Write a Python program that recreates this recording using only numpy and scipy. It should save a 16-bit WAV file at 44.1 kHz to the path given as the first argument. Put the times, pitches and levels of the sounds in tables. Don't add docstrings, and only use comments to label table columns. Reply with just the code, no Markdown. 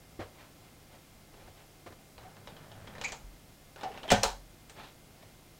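import sys
import numpy as np
from scipy import signal
from scipy.fft import rfft, irfft
from scipy.io import wavfile

SR = 44100
rng = np.random.default_rng(int(sys.argv[2]) if len(sys.argv) > 2 else 0)


def file_out(sig):
    cols = np.atleast_2d(sig).T
    lim = np.clip(cols, -1, 1)
    pcm = np.round(lim * 32767).astype(np.int16)
    wavfile.write(sys.argv[1], SR, pcm)


N = 246519
ROOM_T60_S = 0.26

# frequency in Hz, relative density in dB.
AIR_SPECTRUM = [(12, -30), (20, 0.5), (64, -2.5), (87, -6), (122, -2), (153, -13), (175, -5.5), (245, -6),
                (372, -9), (427, -11.5), (788, -11.5), (857, -16), (2030, -20.5), (2840, -20.5),
                (15500, -27)]
# frequency in Hz, RMS level in dB.
HUM_TONES = [(99, -69), (150.7, -67), (2099, -76.5), (2401, -82.5), (3300, -83), (4199, -88), (4802, -81.5),
             (5399, -82.5), (6756, -86)]
# start in seconds, thud in dB, slap in dB, roll-down in seconds.
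FOOTFALLS = [(.191, -32, -30, 0.029), (1.34, -53, -49, 0.00066), (1.476, -49.5, -46.5, 0.0017),
             (1.861, -45, -36, 0.0073), (1.905, -46, -51, 0.0028), (1.921, -60, -43.5, 0.0025),
             (4.535, -51.5, -57, .005), (5.225, -54, -46, 0.0017)]
# frequency in Hz, gain in dB, T60 in seconds.
BOARD_MODES = [(63, -11, 0.21), (97.8, -4.5, 0.23), (150.7, -6.5, 0.077), (257, 0.5, 0.053),
               (322.6, 7, 0.039), (349, -7, 0.05)]
# frequency in Hz, relative level in dB.
SOLE_SPECTRUM = [(100, -43), (300, -0.5), (600, 7.5), (850, -1), (1200, -2.5), (2000, -9), (4000, -18),
                 (8000, -32), (15000, -46)]
# centre in seconds,
# half width in seconds, level in dB, tilt in dB per octave.
SCUFF_STROKES = [(0.411, 0.049, -54, .5), (0.639, 0.07, -64, 1), (0.937, .044, -59.5, 0.5),
                 (1.421, 0.094, -58.5, -1), (1.596, .04, -59, 3), (4.794, .03, -47.5, 1),
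                 (4.851, .048, -55, 3.5), (5.227, 0.08, -63, 1)]
# frequency in Hz, relative level in dB.
RUB_SPECTRUM = [(80, 4.5), (200, 1.5), (400, 2), (750, 3), (1100, -4), (1800, -6), (3800, -12),
                (6000, -25.5), (15000, -46)]
# time in seconds, level in dB.
TURN_ENVELOPE = [(2.15, -70), (2.24, -51.5), (2.36, -61.5), (2.55, -58), (2.8, -57.5), (2.95, -55),
                 (3.12, -59), (3.23, -61.5), (3.42, -78)]
# frequency in Hz, relative level in dB.
RUMBLE_SPECTRUM = [(25, -4), (45, -10), (75, 0), (115, 5.5), (210, -1), (300, -14), (600, -6.5), (900, -16),
                   (1700, -21), (4000, -54)]
# start in seconds, level in dB, ring in Hz.
SPRING_TICKS = [(2.180, -47, 4020), (2.3669, -50.5, 1190), (2.473, -42, 3660), (2.5657, -48, 3200),
                (2.637, -57, 1700), (2.716, -47.5, 3250), (2.873, -43.5, 3300), (2.9519, -46, 1890),
                (2.9816, -44.5, 4050), (3.76, -44, 1480), (3.8103, -42.5, 3600), (3.917, -48, 2910),
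                (3.943, -49, 2740), (3.9748, -41.5, 2700), (4.032, -39.5, 3560), (4.079, -37.5, 2400),
                (4.228, -35.5, 2950), (4.8328, -48.5, 1510)]
# start in seconds,
# click in dB, tilt in dB per octave, ring in Hz, ring gain in dB, T60 in seconds, wood in dB.
BOLT_CLACKS = [(3.0132, -36, -1, 2940, -7, .03, -41.5), (3.0385, -35, -1, 4100, 7, 0.018, -42),
               (3.083, -41, -4, 6340, 14, .036, -50.5), (3.1204, -39, -2, 7230, 13.5, 0.036, -40),
               (3.8323, -36, -5.5, 5160, -2, 0.066, -46.5), (4.103, -24.5, -1, 2010, -4, 0.12, -45),
               (4.1125, -16.5, -5, 2400, -4, 0.011, -24), (4.1167, -19.5, 2.5, 6330, -6, 0.03, -25),
               (4.2329, -20.5, 5, 4100, -1, 0.0305, -20.5), (4.6958, -49, -1, 8400, 12, 0.041, -50.5)]
# frequency in Hz, relative level in dB.
METAL_SPECTRUM = [(200, -17), (600, -2), (1400, -4.5), (2300, 0.5), (4000, -2), (5500, -4.5), (7200, -7.5),
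                  (8200, -9), (9200, -16.5), (12500, -24.5), (15500, -25.5)]
# frequency in Hz, relative level in dB.
WOOD_SPECTRUM = [(70, -6), (115, -21), (200, -12), (320, -20.5), (440, -6), (560, -3.5), (640, -10),
                 (780, 0.5), (900, 0.5), (1050, -8.5), (1500, -8.5), (3000, -36.5)]
# frequency in Hz, width in Hz, gain in dB.
LOCK_MODES = [(1480, 11.4, -11), (1773, 23, 5), (2930, 27, 1), (3275, 10, 2.5), (3990, 28, -0.5),
              (5220, 39, 2), (5950, 20, 2), (6566, 39, 6), (7400, 22, -7)]
# start in seconds, length in seconds, pitch in Hz,
# pitch rise as a fraction, level in dB, third partial in relative dB.
SQUEAK_SLIPS = [(2.242, .055, 747, 0.13, -57.5, -24), (3.043, 0.015, 2256, 0.056, -36.5, -7),
                (3.058, .009, 2470, .02, -36.5, -15), (3.828, 0.0576, 778.4, -0.022, -38, -33),
                (3.901, 0.022, 443, 0.0036, -49, -25), (4.051, 0.016, 650, 0.052, -42, -17.5),
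                (4.088, 0.0194, 3200, 0.054, -39.5, -23.5)]
# start in seconds, level in dB, gain below 300 Hz in dB,
# sway level in dB, sway T60 in seconds.
DOOR_BLOWS = [(3.238, -67, -2, -41, 0.52), (4.1173, -15.5, -2, -37, .9), (4.234, -30, -20, -42, 0.81)]
# frequency in Hz, gain in dB, T60 in seconds.
DOOR_MODES = [(104, -10.5, 0.24), (114.2, -9, 0.2), (199.8, -6.5, 0.23), (240.6, -2, 0.11),
              (434, -6.5, 0.137), (467.5, -11, 0.16), (556.7, 1, 0.124), (682, -0.5, 0.083),
              (725, 1.5, 0.11), (814, -16.5, 0.43), (853, -13, 0.19), (1025, -19, 0.072),
              (1196, -26.5, 0.19), (1458, -9, 0.071), (1549, -16, 0.24), (1843, -18, 0.197),
              (2400, -11, 0.086)]


def amp(db):
    return 10 ** (np.asarray(db) / 20)


def clock(length_s):
    return np.arange(int(length_s * SR)) / SR


def add(track, start_s, sound):
    i = max(int(start_s * SR), 0)
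    track[i:i + len(sound)] += sound[:len(track) - i]


def fade(t, t60_s, rise_s):
    return (1 - np.exp(-t / rise_s)) * np.exp(-np.log(1000) * t / t60_s)


def held(start_s, end_s, edge_s):
    t = np.arange(N) / SR
    return np.clip(np.minimum(t - start_s, end_s - t) / edge_s, 0, 1)


def wander(count, rate_hz):
    knots = np.arange(count) * rate_hz / SR
    return np.interp(knots, np.arange(count), rng.standard_normal(count))


def colour(x, spectrum, tilt_db_oct=0, size=4096):
    hz, db = np.transpose(spectrum)
    knots = np.log2(hz)
    octave = np.log2(np.maximum(np.fft.rfftfreq(size, 1 / SR), 10))
    gain = amp(np.interp(octave, knots, db) + tilt_db_oct * np.clip(octave, knots[0], knots[-1]))
    cepstrum = irfft(np.log(gain / np.sqrt(np.mean(gain ** 2))))
    cepstrum[1:size // 2] *= 2
    cepstrum[size // 2 + 1:] = 0
    return signal.fftconvolve(x, irfft(np.exp(rfft(cepstrum))))[:len(x)]


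def lowpass(x, hz):
    return signal.sosfilt(signal.butter(1, hz, fs=SR, output="sos"), x)


def resonate(x, hz, width_hz):
    return signal.lfilter(*signal.iirpeak(hz, hz / width_hz, fs=SR), x)


def burst(t60_s, rise_s, wet_db, echo_db=-7, echo_s=0.006):
    t = clock(0.5)
    near, far = rng.standard_normal((2, len(t)))
    direct = fade(t, t60_s, rise_s)
    echo = amp(echo_db) * fade(np.maximum(t - echo_s, 0), t60_s, rise_s)
    tail = amp(wet_db) * np.sqrt(t60_s / ROOM_T60_S) * fade(t, ROOM_T60_S, rise_s=0.0048)
    return near * np.hypot(direct, echo) + lowpass(far, hz=9500) * tail


def grains(count, grain_db):
    slips = rng.standard_normal(count) * amp(grain_db * rng.exponential(size=count).clip(0, 5))
    return slips / slips.std()


def room(x, wet_db):
    t = clock(0.5)
    tail = lowpass(rng.standard_normal(len(t)) * fade(t, ROOM_T60_S, rise_s=0.0052), hz=7000)
    return x + amp(wet_db) * signal.fftconvolve(x, tail / np.linalg.norm(tail))[:N]


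def background(air_db=-57):
    t = np.arange(N) / SR
    hum = sum(amp(db) * np.sin(2 * np.pi * (hz * t + rng.random())) for hz, db in HUM_TONES)
    return amp(air_db) * colour(rng.standard_normal(N), AIR_SPECTRUM) + np.sqrt(2) * hum


def footfalls():
    out, t = np.zeros(N), clock(0.4)
    thud = sum(amp(db) * np.sin(2 * np.pi * hz * t) * fade(t, t60_s, rise_s=0.0044)
               for hz, db, t60_s in BOARD_MODES)
    for start_s, thud_db, slap_db, roll_s in FOOTFALLS:
        slap = burst(t60_s=0.036 + 4.4 * roll_s, rise_s=roll_s, wet_db=-9.5)
        slap = colour(slap, SOLE_SPECTRUM, tilt_db_oct=2 - 49.5 * roll_s)
        add(out, start_s, amp(thud_db) * thud + amp(slap_db) * slap[:len(t)])
    return out


def scuffs(patchy_db=2):
    out = np.zeros(N)
    for centre_s, half_s, db, tilt_db_oct in SCUFF_STROKES:
        t = clock(4 * half_s)
        pressure = np.exp(-(t / half_s - 2) ** 2) * amp(patchy_db * wander(len(t), rate_hz=61.4))
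        rub = colour(grains(len(t), grain_db=2.5) * pressure, RUB_SPECTRUM, tilt_db_oct)
        add(out, centre_s - 2 * half_s, amp(db) * rub)
    return out


def handle(patchy_db=2, scrape_db=2.5, wind_up_db_per_s=9.5, stop_s=3.17, ring_db=0.5):
    t = np.arange(N) / SR
    turn_db = np.interp(t, *np.transpose(TURN_ENVELOPE), left=-np.inf, right=-np.inf)
    rub = grains(N, grain_db=2) * amp(turn_db + patchy_db * wander(N, rate_hz=27))
    rumble = colour(rub, RUMBLE_SPECTRUM)
    winding = held(TURN_ENVELOPE[0][0], stop_s, edge_s=0.04)
    tension = amp(turn_db + scrape_db + wind_up_db_per_s * (t - stop_s)) * winding
    scrape = colour(grains(N, grain_db=5.5) * tension, RUB_SPECTRUM, tilt_db_oct=-1)
    return rumble + scrape + amp(ring_db) * resonate(scrape, hz=1430, width_hz=750)


def latch():
    metal, wood = np.zeros(N), np.zeros(N)

    def contact(start_s, db, tilt_db_oct, ring_hz, ring_db, t60_s, wood_db, ring_q):
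        crack = amp(db) * colour(burst(t60_s, rise_s=0.00019, wet_db=-0.5), METAL_SPECTRUM, tilt_db_oct)
        add(metal, start_s, crack + amp(ring_db) * resonate(crack, ring_hz, ring_hz / ring_q))
        knock = colour(burst(t60_s=0.063, rise_s=0.0013, wet_db=0.5), WOOD_SPECTRUM)
        add(wood, start_s, amp(wood_db) * knock)

    for clack in BOLT_CLACKS:
        contact(*clack, ring_q=9.9)
    for start_s, db, hz in SPRING_TICKS:
        contact(start_s, db, tilt_db_oct=-4.5, ring_hz=hz, ring_db=7,
                t60_s=0.024, wood_db=db - 5, ring_q=11)
    case = sum(amp(db) * resonate(metal, hz, width_hz) for hz, width_hz, db in LOCK_MODES)
    return metal + case + wood


def squeaks(flutter_db=2, sag_db=4):
    out = np.zeros(N)
    for start_s, length_s, pitch_hz, rise, db, third_db in SQUEAK_SLIPS:
        count = int(length_s * SR)
        along = np.linspace(-0.5, 0.5, count)
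        waver = 0.12 * (1013 / pitch_hz) ** 0.43
        hz = pitch_hz * (1 + rise * along) * (1 + waver * wander(count, rate_hz=1800))
        phase = 2 * np.pi * np.cumsum(hz) / SR
        partials_db = (0, third_db - 8, third_db)
        tone = sum(amp(part_db) * np.sin(k * phase) for k, part_db in enumerate(partials_db, 1))
        grip = amp(db - sag_db * along + flutter_db * wander(count, rate_hz=250))
        add(out, start_s, np.sqrt(2) * tone * grip * signal.windows.tukey(count, 0.3))
    return out


def door_knocks(chatter_rad=0.52, sway_hz=43.3):
    panels, sway, t = np.zeros(N), np.zeros(N), clock(1)
    for start_s, db, bass_db, sway_db, sway_t60_s in DOOR_BLOWS:
        for hz, mode_db, t60_s in DOOR_MODES:
            phase = 2 * np.pi * (hz * t + rng.random()) + chatter_rad * wander(len(t), rate_hz=136)
            ring = np.sin(phase) * fade(t, t60_s, rise_s=0.0042)
            add(panels, start_s, amp(db + mode_db + bass_db * (hz < 300)) * ring)
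        leaf = np.sin(2 * np.pi * sway_hz * t) * fade(t, sway_t60_s, rise_s=0.0034)
        add(sway, start_s, amp(sway_db) * leaf)
    return panels, sway


def door_drag(level_db=-54, patchy_db=3):
    pull = held(start_s=3.78, end_s=4.11, edge_s=0.0054)
    pressure = pull * amp(level_db + patchy_db * wander(N, rate_hz=60))
    return colour(grains(N, grain_db=2) * pressure, RUB_SPECTRUM, tilt_db_oct=0.5)


def scene():
    panels, sway = door_knocks()
    feet = footfalls() + room(scuffs(), wet_db=-9)
    lock = latch() + room(squeaks(), wet_db=-9)
    door = room(panels + handle() + door_drag(), wet_db=-14) + sway
    return (feet + lock + door + background())[None]


def record(dry):
    return signal.sosfilt(signal.ellip(10, 0.1, 70, 15800, fs=SR, output="sos"), dry)


dry = scene()
out = record(dry)
file_out(out)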